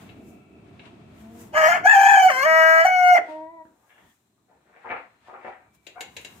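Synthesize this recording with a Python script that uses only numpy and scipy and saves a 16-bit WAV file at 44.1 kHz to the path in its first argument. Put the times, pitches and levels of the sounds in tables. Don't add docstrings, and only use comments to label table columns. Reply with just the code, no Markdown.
import sys
import numpy as np
from scipy import signal
from scipy.fft import rfft, irfft
from scipy.io import wavfile
from scipy.ndimage import uniform_filter1d, minimum_filter1d, map_coordinates

SR = 44100
rng = np.random.default_rng(int(sys.argv[2]) if len(sys.argv) > 2 else 0)


def nominal_scale(level):
    x = np.asarray(level, float) / 20
    return 10 ** x


def file_out(sig):
    cols = np.atleast_2d(sig).T
    lim = np.clip(cols, -1, 1)
    pcm = np.round(lim * 32767).astype(np.int16)
    wavfile.write(sys.argv[1], SR, pcm)


N = 282240


def rms_one(x):
    return x / np.sqrt(np.mean(x ** 2) + 1e-20)


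def in_time(rows):
    s, *columns = np.transpose(rows)
    return [np.interp(np.arange(N) / SR, s, c) for c in columns]


def gate(rows, fade_s):
    t = np.arange(N) / SR
    return np.clip(np.minimum(t - rows[0][0], rows[-1][0] - t) / fade_s, 0, 1)


def swell(s, rise_s, fall_s):
    t = np.arange(N) / SR - s
    before, after = -t / max(rise_s, .002), t / max(fall_s, .002)
    return nominal_scale(-30 * np.maximum(before, after))


def at_hz(points, hz):
    known_hz, value = np.transpose(points)
    return np.interp(np.log(hz + 1e-9), np.log(known_hz), value)


def drift(rate_hz):
    r = np.exp(-2 * np.pi * rate_hz / SR)
    noise = rng.standard_normal(N + SR)
    return rms_one(signal.lfilter([1], [1, -2 * r, r * r], noise)[SR:])


def filtered(x, order, hz, kind="low"):
    return signal.sosfilt(signal.butter(order, hz, kind, fs=SR, output="sos"), x)


def coloured(x, spectrum):
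    return irfft(rfft(x) * nominal_scale(at_hz(spectrum, np.fft.rfftfreq(N, 1 / SR))), N)


def ring(clicks, hz, t60):
    r, w = nominal_scale(-60 / (t60 * SR)), 2 * np.pi * hz / SR
    return signal.lfilter([0, np.sin(w)], [1, -2 * r * np.cos(w), r * r], clicks + 1e-18)


def die_away(clicks, t60):
    return signal.lfilter([1], [1, -nominal_scale(-60 / (t60 * SR))], clicks)


# (frequency [Hz], likeness [0-1])
LIKENESS = [(60, 0.96), (150, 0.95), (380, 0.78), (950, 0.1), (2380, 0.02), (5980, 0.03), (15000, 0.03)]


def diffuse(spectrum):
    alike = np.clip(at_hz(LIKENESS, np.fft.rfftfreq(N, 1 / SR)), -1, 1)
    mid, side = rfft(coloured(rng.standard_normal((2, N)), spectrum))
    ears = np.sqrt(1 + alike) * mid + np.sqrt(1 - alike) * side * [[1], [-1]]
    return rms_one(irfft(ears, N))


def placed(x, balance, lag_s):
    hz = np.fft.rfftfreq(N, 1 / SR)
    half = nominal_scale(at_hz(balance, hz) / 2)
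    left = half * np.exp(-2j * np.pi * hz * at_hz(lag_s, hz))
    return irfft(rfft(x) * np.array([left, 1 / half]), N)


PEN_T60_S, WALL_CUT_HZ = 0.3, 1700


def pen(x):
    t = np.arange(SR // 2) / SR
    onset = np.clip((t - .004) / 0.0015, 0, 1)
    noise = diffuse([(120, -28.5), (300, -0.5), (16000, 10.0)])[:, :len(t)] * onset
    dull = filtered(noise, 1, WALL_CUT_HZ)
    tail = dull * nominal_scale(-60 * t / PEN_T60_S) + 0.15 * (noise - dull) * nominal_scale(-110 * t / PEN_T60_S)
    return signal.fftconvolve(x[None], rms_one(tail) / np.sqrt(len(t)), axes=1)[:, :N]


# (time [s], level [dB])
YARD = [(0.0, -50), (0.05, -47.5), (0.39, -51.5), (0.46, -55.5), (0.71, -47.5), (1.87, -48.5), (1.96, -62),
        (2.62, -54), (3.92, -72.5), (4.06, -57.5), (4.15, -73.5), (6.02, -63.5), (6.11, -56.5), (6.4, -54)]
# (frequency [Hz], level [dB per Hz])
RUMBLE = [(18, -60.5), (30, -30), (52, -23.5), (108, -13), (144, -11), (208, -5.5), (402, -11),
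          (524, -24.5), (700, -14.5), (910, -36.5), (1540, -120)]
# (frequency [Hz], level [dB per Hz])
AIR = [(260, -29), (450, -19.5), (664, -11), (979, -8), (1340, -12.5), (2030, -14.5), (2540, -14.5),
       (3020, -18.5), (3340, -18), (5450, -29.5), (9000, -33.5), (11700, -52.5), (19800, -120)]
# (frequency [Hz], level [dB per Hz])
RUSTLE = [(3000, -42), (5000, -7.5), (7000, -1), (11000, -7), (15500, -3), (18000, -31.5)]
# (frequency [Hz], level [dB per Hz])
HISS = [(1760, -44.5), (3000, -16.5), (4090, -4.5), (4470, -16.5), (7590, -7), (11300, -17.5),
        (15500, -12.5)]
# (start [s], end [s], level [dB])
CHEST = (1.525, 2.9, -59)
# (time [s], rustle level [dB], spread [s], duller air level [dB])
STIRS = [(.02, -62.5, 0.24, -56.5), (0.292, -63.5, 0.2, -95), (.86, -84.5, 0.14, -58.5),
         (1.21, -64, 0.18, -64), (1.416, -53, 0.17, -59), (3.309, -73.5, 0.19, -50.5),
         (3.66, -82, 0.15, -84), (3.881, -73.5, 0.46, -77.5), (4.1, -71, 0.37, -71.5),
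         (4.92, -93.5, 0.56, -62), (5.28, -86, 0.12, -57.5), (5.48, -96, 0.17, -58),
         (5.751, -65.5, 0.046, -69), (5.882, -70.5, 0.12, -68), (6.02, -53.5, 0.033, -73),
         (6.21, -64.5, 0.37, -65), (6.379, -62, 0.54, -62)]
RUMBLE_DB, DEEP_DB, AIR_DB = -3.5, -8, -15
HISS_DB = -77.5


def yard():
    yard_db, = in_time(YARD)
    boom = nominal_scale(yard_db + RUMBLE_DB) + nominal_scale(CHEST[2]) * gate([CHEST[:1], CHEST[1:]], 0.16)
    rumble = diffuse(RUMBLE)
    deep = signal.sosfiltfilt(signal.butter(3, 110, fs=SR, output="sos"), rumble)
    low = boom * nominal_scale(2.0 * drift(1.5)) * rms_one(rumble - deep)
    low = low + nominal_scale(yard_db + DEEP_DB + 2.0 * drift(13)) * rms_one(deep)
    stirs = np.array([swell(s, spread_s, spread_s) for s, _, spread_s, _ in STIRS]).T
    _, rustle_db, _, puff_db = np.transpose(STIRS)
    rustle, puffs = stirs @ nominal_scale(rustle_db), stirs @ nominal_scale(puff_db)
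    air = (nominal_scale(yard_db + AIR_DB) + puffs) * nominal_scale(0.67 * drift(19)) * diffuse(AIR)
    air = air + rustle * nominal_scale(0.54 * drift(30)) * diffuse(RUSTLE)
    return low + (air + nominal_scale(HISS_DB) * diffuse(HISS) + wheezes()) * nominal_scale([[1.5], [-1.5]])


# (start [s], end [s], pitch [Hz], width [Hz], level [dB])
WHEEZES = [(.05, .6, 2620, 800, -69), (.55, 1.2, 2620, 900, -74), (.05, 1.3, 2300, 500, -74),
           (.1, 1.4, 1330, 600, -72), (5.24, 5.28, 1780, 260, -67), (3.89, 4.0, 1680, 600, -66),
           (3.97, 4.14, 1850, 900, -70), (3.89, 4.02, 2800, 900, -69), (3.89, 4.13, 3300, 2500, -73),
           (5.5, 5.87, 2320, 200, -75), (5.0, 5.3, 4100, 150, -88)]


def wheezes():
    out = np.zeros((2, N))
    for start, end, hz, width, db in WHEEZES:
        t60 = 9.5 / width
        narrow = ring(ring(rng.standard_normal((2, N)), hz, t60), hz, t60)
        out += nominal_scale(db + 0.59 * drift(3.8)) * gate([(start,), (end,)], 0.0052) * rms_one(narrow)
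    return out


# (time [s], peak level [dB], left over right [dB], bright snap level [dB])
PECKS = [
    (0.091, -40, 9, -20),
    (0.794, -37, 5, -20),
    (0.854, -48, 23, -20),
    (5.7511, -68, 8, -10.5),
    (5.8671, -34.5, 7.5, -23),
    (6.0074, -26.5, 6.5, -8.5),
    (6.1659, -28, 4.5, -17),
    (6.213, -54, 7.5, 5),
    (6.2474, -30.5, 5.5, -13.5),
]
# (frequency [Hz], level [dB], ring time to -60 dB [s])
FEEDER = [(1820, -21, 0.061), (1890, -39, 0.31), (2166, 7, 0.26), (2670, 10, 0.25), (2836, 6, 0.23),
          (3120, -31, 0.19), (4030, -20, 0.047), (3910, 10, 0.82), (5335, -37, 5.0), (5640, -39, 0.34),
          (5560, -33, 0.18), (6340, -30, 0.43), (7470, -22.5, 0.12), (8300, -39, 0.15)]
# (frequency [Hz], level [dB per Hz])
CRACK = [(180, -58), (300, -1.5), (907, -6), (1240, -30), (1510, -5.5), (2790, 0), (5950, -15),
         (6900, -1.5), (8700, -24), (15500, -25.5)]
# (frequency [Hz], level [dB per Hz])
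SNAP = [(4000, -31.5), (6000, -5), (8000, 0.5), (12000, -3.5), (15500, -17)]
# (until [s], cut [Hz])
TURNED_AWAY = (1.4, 3570)
PECK_RISE_S, SNAP_T60_S = .0015, 0.056


def pecks():
    at = [round(row[0] * SR) for row in PECKS]
    peak_db, pan_db, snap_db = np.array(PECKS)[:, 1:].T
    ears = nominal_scale(np.outer([.5, -.5], pan_db))

    def clicks(level_db):
        x = np.zeros((2, N))
        x[:, at] = nominal_scale(level_db) * ears
        return x

    luck = rng.normal(0, 1.0, (len(at), len(FEEDER)))
    out = np.zeros((2, N))
    for k, ((hz, db, t60), own_db) in enumerate(zip(FEEDER, luck.T)):
        struck = clicks(peak_db + db - 19.5 + own_db) * (-1) ** k
        out += ring(struck, hz, np.clip(t60, .015, .028))
    rise = np.exp(-1 / (PECK_RISE_S * SR))
    grain = signal.lfilter([1 - rise], [1, -rise], clicks(peak_db - 6) + 1e-18)
    out = out + (die_away(grain, .07) + 0.021 * die_away(grain, .3)) * diffuse(CRACK)
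    out = out + die_away(clicks(peak_db - 6 + snap_db), SNAP_T60_S) * diffuse(SNAP)
    until_s, cut_hz = TURNED_AWAY
    return np.where(np.arange(N) < until_s * SR, filtered(out, 4, cut_hz), out)


def hum(rows, orders, wobble, fade_s=0.17, sway_db=3.0):
    pitch, level_db = in_time(rows)
    phase = np.cumsum(2 * np.pi * pitch * (1 + wobble * drift(40)) / SR)
    tone = 0
    for k, db in orders:
        tone = tone + nominal_scale(db - orders[0][1] + sway_db * drift(9.1)) * np.sin(k * phase + k * k)
    return np.sqrt(2) * nominal_scale(level_db) * gate(rows, fade_s) * tone


# (time [s], pitch [Hz], level [dB])
MURMUR = [(1.08, 196.7, -52), (1.116, 198, -46), (1.182, 214, -47.5), (1.4, 238.4, -46.5),
          (1.494, 211, -39.5), (1.51, 223, -82), (1.55, 212, -66)]
# (multiple [1], level [dB])
MURMUR_ORDERS = [(1, 8.5), (2, -3.5), (3, 2), (4, -13.5), (5, -18)]


def murmur():
    return hum(MURMUR, MURMUR_ORDERS, wobble=0.005)


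# (time [s], pitch [Hz], level [dB])
ANSWER = [(1.25, 315, -61), (1.32, 323, -43.5), (1.42, 340, -47.5), (1.5, 324, -43), (1.56, 320, -67.5)]
# (multiple [1], level [dB])
ANSWER_ORDERS = [(1, 1), (2, -9), (3, -16), (4, -17), (6, -20)]


def answer():
    return hum(ANSWER, ANSWER_ORDERS, wobble=0.027)


# (start [s], half-pitch lines [dB], rasp under effort [dB])
REGIMES = [
    (1.501, -3.5, -23),
    (1.835, -31, -23),
    (1.96, -42, -24.5),
    (2.201, -30, -26),
    (2.297, -41.5, -16.5),
    (2.45, -0.5, -27),
    (2.619, 0.5, -27.5),
    (2.863, -25.5, -29.5),
]
SETTLE_S = .03


def by_regime(table):
    starts = np.array(REGIMES)[:, 0]
    now = np.maximum(np.searchsorted(starts, np.arange(N) / SR) - 1, 0)
    return [uniform_filter1d(c[now], size=round(SETTLE_S * SR)) for c in np.transpose(table).astype(float)]


# (pitch wobble [0-1], breath level [dB])
UNSTEADY = [(.24, -14), (.27, -17), (.3, -16), (.13, -23), (.14, -18), (.025, -23), (.025, -23), (.04, -31)]
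# (start [s], end [s], strength [0-1])
BREAKS = [
    (1.48, 1.57, .7),
    (1.715, 1.85, .75),
    (2.28, 2.33, .4),
    (2.41, 2.47, .15),
    (2.83, 2.885, .12),
    (3.14, 3.3, .7),
]
BREAK_FADE_S, BREAK_WOBBLE, BREAK_BREATH_DB, BREAK_HALF_DB = .03, 1.05, -3, -8
THROB_DB_PER_WOBBLE, THROB_TOP_DB = 17, 6.5


def membranes():
    half_db, rasp_db, wobble, breath_db = by_regime(np.hstack([REGIMES, UNSTEADY])[:, 1:])
    broken = sum(k * gate([(a,), (b,)], BREAK_FADE_S) for a, b, k in BREAKS)
    wobble = wobble + broken * (BREAK_WOBBLE - wobble)
    throb_db = np.minimum(THROB_DB_PER_WOBBLE * wobble, THROB_TOP_DB)
    breath_db = breath_db + broken * (BREAK_BREATH_DB - breath_db)
    half_db = half_db + broken * (BREAK_HALF_DB - half_db)
    return wobble, throb_db, breath_db, half_db, rasp_db


# (first band [Hz], its gain [dB], second band [Hz], its gain [dB])
MOUTH = [(2230, -3, 1700, -5), (2530, 10, 1500, 7), (3130, 0.5, 1520, -2), (3200, 2.5, 1520, -4),
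         (1043, 8, 1100, -3.5), (1850, 3.5, 2850, -4.5), (1620, 9.5, 1100, -3.5), (2240, 5, 2950, -2.5)]
MOUTH_WIDTH_HZ = 300


def mouth(hz, part):
    first_hz, first_db, second_hz, second_db = [c[part] for c in by_regime(MOUTH)]
    first_gain_db = first_db * np.exp(-((hz - first_hz) / MOUTH_WIDTH_HZ) ** 2)
    return first_gain_db + second_db * np.exp(-((hz - second_hz) / MOUTH_WIDTH_HZ) ** 2)


# (frequency [Hz], level [dB])
THROAT = [(300, -40.5), (600, -41), (800, 7), (1000, -12), (1300, 2), (1650, -6), (1950, 0.5), (2250, -6),
          (2600, -23.5), (2950, -10), (3500, -22.5), (6600, -24.5), (8800, -35.5), (15500, -34)]
LOW_THROB_SHARE = .25


def partials(pitch, phase, half_db, throb_db, throbs, part):
    uneven_db = rng.normal(0, 2.5, 56) * (np.arange(56) > 11)
    bands, power = np.zeros((3, len(pitch))), np.zeros((3, len(pitch))) + 1e-12
    for k, start in enumerate(rng.uniform(0, 2 * np.pi, 56), 1):
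        hz = k * pitch / 2
        height = nominal_scale(at_hz(THROAT, hz) + half_db * (k % 2) + uneven_db[k - 1]) * (hz < 16000)
        height *= nominal_scale(mouth(hz, part))
        band = np.where(hz > 3750, 2, int(k > 2))
        for b in range(3):
            depth_db = throb_db * (LOW_THROB_SHARE if b == 0 else 1) + 3.7 * (b == 2)
            bands[b] += (band == b) * height * nominal_scale(depth_db * throbs[k % 5]) * np.sin(k * phase + start)
            power[b] += (band == b) * height ** 2 / 2
    return bands / np.sqrt(power)


# (time [s], pitch [Hz])
WINDPIPE_HZ = [(1.55, 1668), (1.75, 1723), (1.865, 1677), (1.92, 1792), (1.965, 1679), (2.03, 1709),
               (2.08, 1731), (2.13, 1752), (2.19, 1640)]
# (start [s], end [s], level over the upper partials [dB])
WINDPIPE = [
    (1.545, 1.616, -0.5),
    (1.611, 1.78, -2.5),
    (1.833, 1.957, 4),
    (1.934, 2.065, 2.5),
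    (2.061, 2.191, 8.5),
]


def windpipe(phase, throb, part):
    hz = in_time(WINDPIPE_HZ)[0][part] * (1 + .016 * drift(60)[part])
    turn = np.cumsum(2 * np.pi * hz / SR)
    tone = np.sin(turn) + nominal_scale(-21.5) * np.sin(2 * 2 * turn)
    chopped = tone * (1 + 0.38 * np.cos(2 * phase) + 0.25 * np.cos(4 * phase))
    gain = sum(nominal_scale(db) * gate([(a,), (b,)], 0.0038) for a, b, db in WINDPIPE)
    return gain[part] * chopped * throb


def breath(part):
    air = coloured(rng.standard_normal((2, N)), THROAT)
    edges = [([420, 950], "band"), ([950, 3750], "band"), (4150, "high")]
    return [rms_one(filtered(air, 3, hz, kind))[:, part] for hz, kind in edges]


# (time [s], pitch [Hz], effort [dB], beak opening as upper over lowest partial [dB])
FIRST = [(1.52, 561.6, -47, -25.5), (1.548, 590.7, -27.5, -5), (1.57, 631, -20.5, -2), (1.67, 636, -14, -3),
         (1.698, 687.5, -14.5, -9.5), (1.754, 698, -23, -0.5), (1.83, 715, -47, 1.5)]
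# (time [s], pitch [Hz], effort [dB], beak opening [dB])
SECOND = [(1.844, 743, -30, -11), (1.862, 753.6, -1.5, -19), (1.874, 840.8, -8.5, -0.5),
          (1.917, 866.4, -12.5, 13), (1.94, 822.6, -16, -8), (1.957, 774.6, -13, -16.5),
          (2.104, 800.2, -11.5, -11), (2.276, 742.4, -11.5, -17), (2.291, 722.6, -18, -4.5)]
# (time [s], pitch [Hz], effort [dB], beak opening [dB])
THIRD = [(2.302, 589.4, -20, 1.5), (2.33, 508.5, -26, 8.5), (2.367, 516.5, -25.5, 4.5),
         (2.423, 543.7, -22, 5.5), (2.464, 637, -17.5, -2), (2.534, 643.2, -16.5, 1),
         (2.722, 645.5, -10.5, 1.5), (2.817, 652.8, -15, -3), (2.843, 666, -23, -1)]
# (time [s], pitch [Hz], effort [dB], beak opening [dB])
FOURTH = [(2.848, 723, -10, -17), (2.86, 742, -7.5, -15.5), (2.897, 743.7, -19.5, -8.5),
          (3.054, 722.4, -16.5, -5.5), (3.104, 727, -14.5, -3), (3.137, 716, -12, -12.5),
          (3.166, 689, -10.5, -14), (3.182, 681, -16, -4.5), (3.214, 720.5, -44.5, -7)]
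# (time [s], depth [dB])
CATCHES = [(1.622, -6), (1.655, -8), (1.678, -9), (1.7, -7), (1.725, -8), (1.87, -9), (1.9, -8),
           (1.926, -10), (1.948, -14), (2.0, -4), (2.027, -14), (2.053, -18), (2.08, -16), (2.108, -12),
           (2.137, -12), (2.166, -20), (2.188, -3), (2.217, -9), (2.289, -10), (2.846, -16), (2.864, -20),
           (2.878, -16), (3.146, -12), (3.163, -10), (3.177, -10)]
# (frequency [Hz], width [Hz], gain [dB])
HOLLOWS = [(3725, 300, -25), (2914, 13, -13), (8700, 230, -1), (10500, 150, -5), (320.6, 203, -18.5),
           (3227, 50, -31.5), (6750, 250, 1), (4094, 56, -10), (4200, 74, -1), (4850, 150, -8.5),
           (5517, 45, -14), (6060, 300, -1), (7660, 43, 5), (8050, 100, -7.5), (9080, 340, -9),
           (9700, 200, -6.5)]
CATCH_S, CROW_FLOOR_HZ = .006, 380


def crow():
    rows = FIRST + SECOND + THIRD + FOURTH
    part = slice(round(rows[0][0] * SR), round(rows[-1][0] * SR))
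    pitch, effort_db, open_db = [c[part] for c in in_time(rows)]
    wobble, throb_db, breath_db, half_db, under_db = [c[part] for c in membranes()]
    low_db = effort_db - 10 * np.log10(1 + nominal_scale(open_db) ** 2)
    beak_db = low_db + open_db
    rasp_db = uniform_filter1d(effort_db, size=900) + under_db
    shaky = pitch * (1 + wobble * (.06 * drift(60) + .05 * drift(250))[part])
    phase = np.cumsum(np.pi * shaky / SR)
    throbs = [np.clip(drift(55)[part], -3, .8) for _ in range(5)]
    low, beak, rasp = partials(pitch, phase, half_db, throb_db, throbs, part)
    pipe = windpipe(phase, nominal_scale(throb_db * throbs[0]), part)
    low_air, beak_air, rasp_air = breath(part)
    puff = 1 + 0.75 * np.cos(phase) + 0.079 * np.cos(2 * phase)
    t = np.arange(N)[part] / SR
    caught = np.prod([1 - (1 - nominal_scale(db)) * np.exp(-((t - s) / CATCH_S) ** 2) for s, db in CATCHES], axis=0)
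    voice = nominal_scale(low_db) * caught * (low + nominal_scale(breath_db - 2.0) * low_air)
    voice += nominal_scale(beak_db) * (beak + pipe + nominal_scale(breath_db) * beak_air * puff)
    steady_rasp = np.clip(1 - 1.2 * wobble, .2, 1) * rasp
    voice += nominal_scale(rasp_db) * (steady_rasp + nominal_scale(.5 * breath_db + 3.5) * rasp_air * puff)
    out = np.zeros((2, N))
    out[:, part] = voice
    hz = np.fft.rfftfreq(N, 1 / SR)
    hollow_db = sum(db * np.exp(-((hz - at) / width) ** 2) for at, width, db in HOLLOWS)
    throat = nominal_scale(hollow_db) / np.sqrt(1 + (CROW_FLOOR_HZ / (hz + 1)) ** 10)
    return irfft(rfft(out * gate(rows, 0.016)) * throat, N)


# (frequency [Hz], level [dB])
CROW_BALANCE = [(290, 3), (646, -6), (740, -1), (970, 9), (1290, 4.5), (1620, 10), (2900, 2), (6800, 5)]
# (frequency [Hz], lag [s])
CROW_LAG_S = [(646, .00025), (740, .00002), (970, -.00012), (1290, .0003), (1615, .00024), (1935, .00035),
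              (2260, .00041), (3000, .00033)]
# (time [s], extra lag of the left ear [ms])
HEAD = [(1.5, -0.041), (1.8, -0.012), (2.0, -0.061), (2.3, -0.041), (2.5, -0.015), (2.8, 0.00052),
        (2.9, -0.038), (3.2, -0.019)]
HEAD_SHAKE_MS = 0.022


def from_rooster(x):
    left, right = placed(x, CROW_BALANCE, CROW_LAG_S)
    lag = (in_time(HEAD)[0] + HEAD_SHAKE_MS * drift(12)) * SR / 1000
    return np.array([map_coordinates(left, [np.arange(N) - lag], order=3), right])


# (time [s], level [dB], rise [s], fall [s])
GULPS = [
    (1.799, -48, 0.17, 0.21),
    (1.87, -44, .08, 0.11),
    (2.1, -58.5, 0.55, 0.32),
    (2.38, -51.5, 0.36, 0.31),
    (3.19, -43, .1, 0.099),
    (3.261, -54.5, .1, 0.18),
]
# (lowest [Hz], highest [Hz])
GULP_HZ = (284, 600)


def gulps():
    air = filtered(rng.standard_normal(N), 3, GULP_HZ, "band")
    return rms_one(air) * sum(nominal_scale(db) * swell(s, rise_s, fall_s) for s, db, rise_s, fall_s in GULPS)


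# (time [s], pitch [Hz], level [dB])
CROON = [(3.275, 324.3, -57.5), (3.287, 308, -46), (3.455, 318, -50.5), (3.521, 330.7, -56),
         (3.557, 329.1, -54), (3.615, 316.8, -53.5), (3.645, 325, -63.5)]
# (multiple [1], level [dB])
CROON_ORDERS = [(1, 0.5), (2, 3), (3, 3.5), (4, -21), (5, -24), (6, -12), (7, -29.5), (8, -66), (9, -56),
                (10, -49)]


def croon():
    return hum(CROON, CROON_ORDERS, wobble=.004, fade_s=.02, sway_db=1.2)


# (time [s], peak level [dB], pitch [Hz])
KNOCKS = [(3.65, -40, 314), (3.653, -44, 1600), (3.69, -56, 1350), (3.708, -48, 302), (4.049, -57, 1844),
          (4.379, -56, 1200), (4.515, -52, 1500), (4.55, -52, 473), (4.697, -50, 746), (4.846, -31, 1150),
          (4.865, -30, 810), (4.906, -21, 760), (4.914, -31, 4000), (4.92, -22, 1300), (4.928, -23, 1310),
          (4.952, -26, 890), (4.972, -26, 2450), (4.981, -29, 1950), (5.028, -40, 2040), (5.298, -33, 1260),
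          (5.446, -31, 614), (5.468, -31, 905), (5.473, -30, 726), (5.485, -31, 730), (5.501, -35, 1900),
          (5.526, -33, 1860), (5.554, -41, 1640), (5.882, -48, 2800)]


def knocks():
    out = np.zeros(N)
    for s, db, hz in KNOCKS:
        click = np.zeros(N)
        contact = np.hanning(round(.6 * SR / hz) + 2)
        click[round(s * SR):][:len(contact)] = nominal_scale(db + 5) * contact / contact.sum()
        out += ring(click, hz, 14.0 / hz) + .4 * ring(click, 1.7 * hz, 8.0 / hz)
    return filtered(out, 3, 3500)


# (time of the peak [s], level [dB], rise [s], brightness [dB])
SCRATCH = [(3.719, -59, 0.01, -48), (3.901, -76, 0.012, 31.5), (3.98, -69.5, 0.26, 17),
           (4.049, -58.5, 0.85, -9), (4.501, -50, 0.033, -13), (4.56, -63, 0.12, 2), (4.695, -64, .015, -9),
           (4.772, -51, 0.27, 3.5), (4.853, -28, 0.01, -12), (4.919, -28, 0.11, 8),
           (4.965, -53.5, 0.079, 20), (5.06, -53.5, 0.24, -1.5), (5.15, -63, 0.33, 7),
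           (5.281, -41.5, 0.005, -8), (5.298, -37, 0.028, -10.5), (5.354, -34.5, 0.086, -3),
           (5.447, -39.5, 0.0042, 9), (5.475, -37.5, 0.12, 3), (5.54, -53, 0.14, 14),
           (5.661, -56.5, 0.36, 2), (5.964, -37, 0.016, -7), (5.995, -42, 0.081, -5)]
# (frequency [Hz], level [dB])
LITTER = [(200, -23), (420, 2), (700, 15), (1100, 9), (1700, 5), (2400, 2), (3200, -31), (4500, -83)]
SCRATCH_FALL_S = 0.031


def scratching(per_s, spread_db):
    sizes = nominal_scale(spread_db * np.minimum(rng.exponential(1, N), 4)) * rng.choice([-1, 1], N)
    born = rng.random(N) < per_s * nominal_scale(3 * drift(35)) / SR
    pitches, dealt = np.geomspace(250, 8000, 20), rng.integers(0, 20, N)
    grains = []
    for k, hz in enumerate(pitches):
        grains.append(nominal_scale(at_hz(LITTER, hz)) * hz * ring(sizes * born * (dealt == k), hz, 9.0 / hz))
    grains = np.array(grains)
    dull, bright = grains[pitches < 1500].sum(0), grains[pitches >= 1500].sum(0)
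    size = np.sqrt(np.mean((dull + bright) ** 2))
    out = np.zeros(N)
    for s, level_db, rise_s, bright_db in SCRATCH:
        stroke = swell(s, rise_s, SCRATCH_FALL_S) * nominal_scale(level_db)
        out += stroke * (dull + nominal_scale(bright_db) * bright) / size
    return filtered(out, 5, [220, 2800], "band")


# (time [s], pitch [Hz], level [dB])
CLUCK = [(5.955, 740, -52), (5.963, 750, -38), (5.99, 765, -38), (6.014, 750, -41)]
# (multiple [1], level [dB])
CLUCK_ORDERS = [(1, 0), (2, -11.5), (3, -18)]


def cluck():
    return hum(CLUCK, CLUCK_ORDERS, wobble=0.0328, fade_s=0.0036)


def scene():
    taps, rooster, indrawn = pecks(), crow(), croon()
    hens = murmur() + answer() + knocks() + scratching(per_s=2400, spread_db=4.0) + cluck()
    walls = pen(nominal_scale(-12.5) * rooster.mean(0) + nominal_scale(-10) * indrawn)
    far_walls = pen(nominal_scale(-9.5) * hens + nominal_scale(-4.5) * taps.mean(0)) * nominal_scale([[1.2], [-1.2]])
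    near = from_rooster(rooster + indrawn + gulps()) * nominal_scale(1.5)
    far = placed(hens, [(100, 0.86), (9000, 13.0)], [(1000, 0.0001)]) * nominal_scale(-9.0)
    return near + far + taps + walls + far_walls + yard()


def band_limit(x):
    return signal.sosfilt(signal.butter(12, 15300, fs=SR, output="sos"), x)


def record(dry):
    thin = filtered(dry, 8, 57, "high") + nominal_scale(-22.0) * dry
    room_left = np.minimum(1, .88 / (np.abs(thin).max(0) + 1e-9))
    gain = uniform_filter1d(minimum_filter1d(room_left, size=661), size=661)
    return band_limit(thin * gain)


dry = scene()
out = record(dry)
file_out(out)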